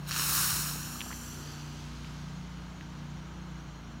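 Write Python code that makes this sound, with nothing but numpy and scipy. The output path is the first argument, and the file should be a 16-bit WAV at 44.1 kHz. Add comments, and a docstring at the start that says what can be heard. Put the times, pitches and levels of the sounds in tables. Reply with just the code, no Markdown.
"""Bottle jet on a road

A plastic bottle shoots out gas and foam: it spits, rushes loudly, then thins to a fizz.
The asphalt mirrors the hiss and gives it a hollow, slowly shifting colour; blobs of foam
slap down and fine flecks rain back. Behind it an engine idles, insects chirp and trill,
and faint wind moves the open air."""
import sys
import numpy as np
from scipy import signal
from scipy.fft import rfft, irfft
from scipy.io import wavfile
from scipy.ndimage import map_coordinates

SR = 44100
rng = np.random.default_rng(int(sys.argv[2]) if len(sys.argv) > 2 else 0)


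def put_to_file(sound):
    """Save the sound as 16-bit audio at rate SR, in the file named by the first command-line argument."""
    columns = np.atleast_2d(sound).T  # one column per channel
    safe = np.clip(columns, -1, 1)
    whole_steps = np.round(safe * 32767)
    wavfile.write(sys.argv[1], SR, whole_steps.astype(np.int16))


N = 176400
T = np.arange(N) / SR


def undb(db):
    """Decibels to gain."""
    return 10 ** (np.asarray(db) / 20)


def curve(rows, column=1):
    """Automation lane: one column of a timed table, joined by straight lines."""
    rows = np.array(rows)
    return np.interp(T, rows[:, 0], rows[:, column])


def walk(per_s):
    """Random modulator gliding to a new value per_s times a second; spread 1."""
    steps = np.interp(T * per_s, np.arange(16000), rng.standard_normal(16000))
    return steps / steps.std()


def colour(x, eq):
    """Shape a signal with an EQ curve of (f/Hz, level/dB) points, then scale it to rms 1."""
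    hz, db = np.array(eq).T
    f = np.maximum(np.fft.rfftfreq(N, 1 / SR), 1)
    shaped = irfft(rfft(x) * undb(np.interp(np.log(f), np.log(hz), db)), N)
    return shaped / shaped.std()


def noise(eq):
    """Smooth noise through an EQ curve."""
    return colour(rng.standard_normal(N), eq)


def burst(start, decay_s):
    """Envelope with an instant attack and an exponential tail."""
    return (T >= start) * np.exp(-np.minimum(np.abs(T - start) / decay_s, 60))


def spray(eq, grain_db):
    """Turbulence broken into fine grains by bursting bubbles, with a slight flutter."""
    grains = undb(grain_db * walk(per_s=1500) - .22 * walk(per_s=50))
    return colour(rng.standard_normal(N) * grains, eq)


# open-air bed, tone: f/Hz, level/dB
AIR_EQ = [(20, -28), (40, 1.5), (60, -2), (120, 4), (200, -1), (330, -6), (550, -10), (950, -6.5),
          (1600, -8), (1850, -17), (2500, -17.5), (3000, -16), (3500, -18.5), (4150, -20), (5100, -28.5),
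          (6600, -31), (7600, -34.5), (10000, -39), (15500, -40)]
# its fader: t/s, level/dB
AIR_LEVEL = [(0, -49), (1.2, -49.5), (2.2, -50.5), (3.2, -49.5), (4, -52)]
# wind puffs: t/s, spread/s, centre f/Hz, level/dB
WIND_PUFFS = [(.52, .016, 80, -34.5), (0.596, 0.0071, 277, -47), (1.42, 0.059, 338, -53)]

def air():
    """Outdoor rustle and rumble, with a few puffs of wind buffeting the microphone."""
    out = noise(AIR_EQ) * undb(curve(AIR_LEVEL) + .35 * walk(6.9))
    for t, spread, hz, db in WIND_PUFFS:
        buffet = noise([(hz / 3, -25), (hz * .75, 0), (hz * 1.3, 0), (hz * 3, -28), (hz * 10, -70)])
        out += buffet * undb(db) * np.exp(-.5 * ((T - t) / spread) ** 2)
    return out


# insect chorus: centre f/Hz, width/Hz, level/dB
TRILL_BANDS = [(3070, 240, -70), (4230, 180, -71.5), (5800, 500, -69.5), (6520, 180, -71.5)]

def insect_trills():
    """Faint insects in the grass: narrow, fluttering bands of noise."""
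    out = np.zeros(N)
    for hz, width, db in TRILL_BANDS:
        band = noise([(hz - 3 * width, -60), (hz - width / 2, -3), (hz, 0),
                      (hz + width / 2, -3), (hz + 3 * width, -60)])
        out += band * undb(db + 2 * walk(45))
    return out


# chirp notes: t/s into the phrase, length/s, start f/Hz, end f/Hz, level/dB
CHIRP_NOTES = [(0, .04, 7050, 7080, -71), (.036, .05, 7290, 7160, -69), (.094, .05, 6960, 6930, -70)]

def insect_chirp(offset_s=.24, period_s=.201):
    """One insect loops a thin three-note phrase five times a second."""
    out = np.zeros(N)
    for t, length, start_hz, end_hz, db in CHIRP_NOTES:
        progress = np.minimum((T - offset_s - t) % period_s / length, 1)
        hz = start_hz + (end_hz - start_hz) * progress + 35 * walk(400)
        tone = np.sqrt(2) * np.sin(2 * np.pi * np.cumsum(hz) / SR)
        out += undb(db) * np.sin(np.pi * progress) * tone
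    return out


# idle speed: t/s, firing rate/Hz
FIRING_RATE = [(0, 29.4), (.55, 30), (.8, 29.95), (1.02, 30.3), (1.55, 29.6), (2.1, 30.1), (2.55, 29.4),
               (2.92, 29.65), (3.42, 30.25), (3.85, 27.7), (4, 29.2)]
# strong hum partials: multiples of the firing rate
HUM_HARMONICS = [2, 5, 6, 8]
# their faders: t/s, then level/dB of harmonics 2, 5, 6 and 8
HUM_LEVELS = [(0, -52, -42, -50, -68), (.72, -48.5, -41.5, -49.5, -58.5), (.92, -52.5, -47, -53, -49.5),
              (1.15, -48, -55.5, -53, -51), (1.45, -52, -43.5, -66, -54.5), (2.0, -47.5, -47, -54.5, -54),
              (2.33, -49.5, -43.5, -45, -55), (2.6, -47.5, -52, -48, -66.5), (3.1, -52, -44, -49, -50),
              (3.35, -47, -50, -50.5, -69), (3.55, -48.5, -45, -48.5, -64), (3.8, -48.5, -55.5, -52.5, -62),
              (4, -51, -49, -52.5, -50)]
# weaker partials: multiple of the firing rate, level/dB
WEAK_HARMONICS = [(3, -58.5), (4, -65), (7, -62.5), (9, -69), (10, -62.5), (11, -64), (31, -69.5),
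                  (42, -70)]
# clatter tone: f/Hz, level/dB
CLATTER_EQ = [(100, 2), (250, 7), (550, -9.5), (1000, -2), (1500, -15), (2100, 2), (4000, -26),
              (8000, -37.5)]

def engine(clatter_db=-62, decay_firings=.7):
    """A distant idling engine: wavering hum partials and a soft clatter at each firing."""
    firings = np.cumsum(curve(FIRING_RATE)) / SR

    def partial(k):
        """Harmonic k of the firing rate at a random phase; rms 1."""
        return np.sqrt(2) * np.sin(2 * np.pi * (k * firings + rng.random()))

    hum = np.zeros(N)
    for column, k in enumerate(HUM_HARMONICS, start=1):
        hum += partial(k) * undb(curve(HUM_LEVELS, column) + .9 * walk(13))
    for k, db in WEAK_HARMONICS:
        hum += partial(k) * undb(db + 2.5 * walk(2.4))
    pulses = np.exp(-(firings % 1) / decay_firings)
    clatter = colour(rng.standard_normal(N) * pulses, CLATTER_EQ)
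    return hum + undb(clatter_db) * clatter


# drizzle tone: f/Hz, level/dB
DRIZZLE_EQ = [(300, -5), (1200, -6), (2500, -0.5), (4200, -1), (6500, -5.5), (8000, -11.5), (12000, -19.5),
              (15500, -25)]
# its fader: t/s, level/dB
DRIZZLE_LEVEL = [(0, -90), (1.4, -72), (1.8, -54.5), (2.1, -56), (2.5, -61.5), (3.0, -63), (4, -66.5)]

def drizzle():
    """Countless flecks of foam rain back all over the road."""
    return spray(DRIZZLE_EQ, grain_db=1.5) * undb(curve(DRIZZLE_LEVEL))


# foam hits: t/s, level/dB, centre f/Hz, splash level/dB relative to the hit
FOAM_HITS = [(0.712, -37.5, 1130, 1), (.759, -35, 835, -1), (0.958, -36.5, 1250, -6),
             (1.0065, -21, 3050, -10.5), (1.0154, -25, 2860, -13), (1.063, -43.5, 720, 1),
             (1.106, -34, 1210, -10), (1.1142, -30, 1580, -8), (1.123, -37.5, 1610, -1),
             (1.129, -38, 2300, -1.5), (2.046, -39, 2600, -8), (2.81, -35, 1543, -5)]

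def splats(decay_cycles=.48):
    """Each blob of foam lands with a pop of a few cycles and a short splash."""
    out = np.zeros(N)
    for t, db, hz, splash_db in FOAM_HITS:
        cycles = np.maximum(T - t, 0) * hz
        age = np.minimum(cycles / decay_cycles, 60)
        pop = (age * np.e / 2) ** 2 * np.exp(-age) * np.sin(2 * np.pi * cycles)
        splash = noise([(hz / 8, -25), (hz / 2, -2), (hz, 0), (hz * 2, -14), (hz * 5, -45)])
        out += undb(db) * (pop + undb(splash_db) * splash * burst(t, decay_s=.002))
    return out


# bounce off the asphalt: t/s, delay/ms, gain relative to the direct sound
ROAD_BOUNCE = [(0, 0.73, .5), (.2, 0.74, .48), (.45, 0.73, 0.35), (.75, 0.74, .48), (1.1, 0.68, 0.83),
               (1.45, 0.67, 0.52), (1.75, .66, 0.64), (2.0, 0.6, 0.26), (4, 0.61, .2)]

def road_reflection(direct, jitter_ms=.01):
    """The road adds a delayed copy of the jet: a hollow, drifting comb filter."""
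    # the hiss comes from a fluttering length of jet, which blurs the reflection
    delay_ms = curve(ROAD_BOUNCE) + jitter_ms * walk(60)
    mirrored = map_coordinates(direct, [(T - delay_ms / 1000) * SR], order=3)
    gain = curve(ROAD_BOUNCE, column=2)
    return (direct + gain * mirrored) / np.hypot(1, gain)


# sputter tone: f/Hz, level/dB
SPUTTER_EQ = [(300, -19), (700, -19), (1300, -0.5), (2100, -1.5), (3000, -1), (4500, 1.5), (5600, -1),
              (7000, -4.5), (8500, -25), (15500, -53)]
# its fader: t/s, level/dB
SPUTTER_LEVEL = [(0, -66), (.06, -53), (.11, -39.5), (.2, -36), (.32, -49.5), (.7, -48), (1.25, -59),
                 (1.47, -50), (1.67, -53.5), (1.9, -61), (2.4, -64), (4, -75)]

def sputter():
    """Wet foam sputters coarsely as the jet starts and gives out."""
    return spray(SPUTTER_EQ, grain_db=2.5) * undb(curve(SPUTTER_LEVEL))


# fizz tone: f/Hz, level/dB
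FIZZ_EQ = [(300, -17), (700, -1), (1300, 0.5), (2200, -6), (3000, -4.5), (4400, -10), (5700, 3.5),
           (7300, 2), (8700, -7), (11800, -5), (15500, -13)]
# its fader: t/s, level/dB
FIZZ_LEVEL = [(0, -74), (.08, -84), (.13, -47), (.19, -37), (.3, -69), (.6, -46), (.8, -44.5), (1.0, -46.5),
              (1.3, -48), (1.48, -54), (1.65, -59.5), (1.9, -69), (2.3, -100)]

def fizz():
    """Bubbles burst at the nozzle in a wet fizz that outlasts the rush."""
    return spray(FIZZ_EQ, grain_db=1.5) * undb(curve(FIZZ_LEVEL))


# spit tone: f/Hz, level/dB
SPIT_EQ = [(300, -35), (1300, 8.5), (2500, 0), (5500, 3.5), (7500, -5), (15000, -29)]
# spit hits: t/s, level/dB
SPIT_HITS = [(.1105, -23), (.117, -24), (.143, -30), (.1625, -26), (.1962, -24), (.2205, -28)]

def spits():
    """Slugs of liquid shoot through the nozzle, each a sharp tick of noise."""
    return noise(SPIT_EQ) * sum(undb(db) * burst(t, decay_s=.0012) for t, db in SPIT_HITS)


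# rush tone: f/Hz, level/dB
RUSH_EQ = [(200, -6), (400, -13.5), (700, -10), (1150, -1), (1600, -2.5), (2600, -7.5), (4200, -3),
           (5600, -0.5), (8000, -2.5), (11000, -2.5), (15500, -3)]
# its fader: t/s, level/dB
RUSH_LEVEL = [(0, -65), (.06, -61.5), (.09, -37.5), (.105, -45), (.14, -38.5), (.2, -31.5), (.27, -29.5),
              (.38, -26), (.48, -28), (.58, -31), (.68, -34.5), (.8, -44.5), (1.0, -49), (1.3, -58),
              (1.6, -110)]

def gas_rush():
    """Turbulent gas leaves the bottle in a loud, bright hiss that swells and dies away."""
    return spray(RUSH_EQ, grain_db=1) * undb(curve(RUSH_LEVEL))


def scene():
    """The jet and its falling foam over the outdoor bed, the same in both channels."""
    jet = road_reflection(gas_rush() + fizz() + sputter() + spits())
    mix = jet + splats() + drizzle() + engine() + insect_chirp() + air() + insect_trills()
    return np.array([mix, mix])


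def record(dry):
    """Master EQ: a low cut at 40 Hz and a steep high cut at 15.8 kHz."""
    low_cut = signal.butter(4, 40, "high", fs=SR, output="sos")
    high_cut = signal.ellip(12, .1, 80, 15800, fs=SR, output="sos")
    return signal.sosfilt(high_cut, signal.sosfilt(low_cut, dry))


dry = scene()
out = record(dry)
put_to_file(out)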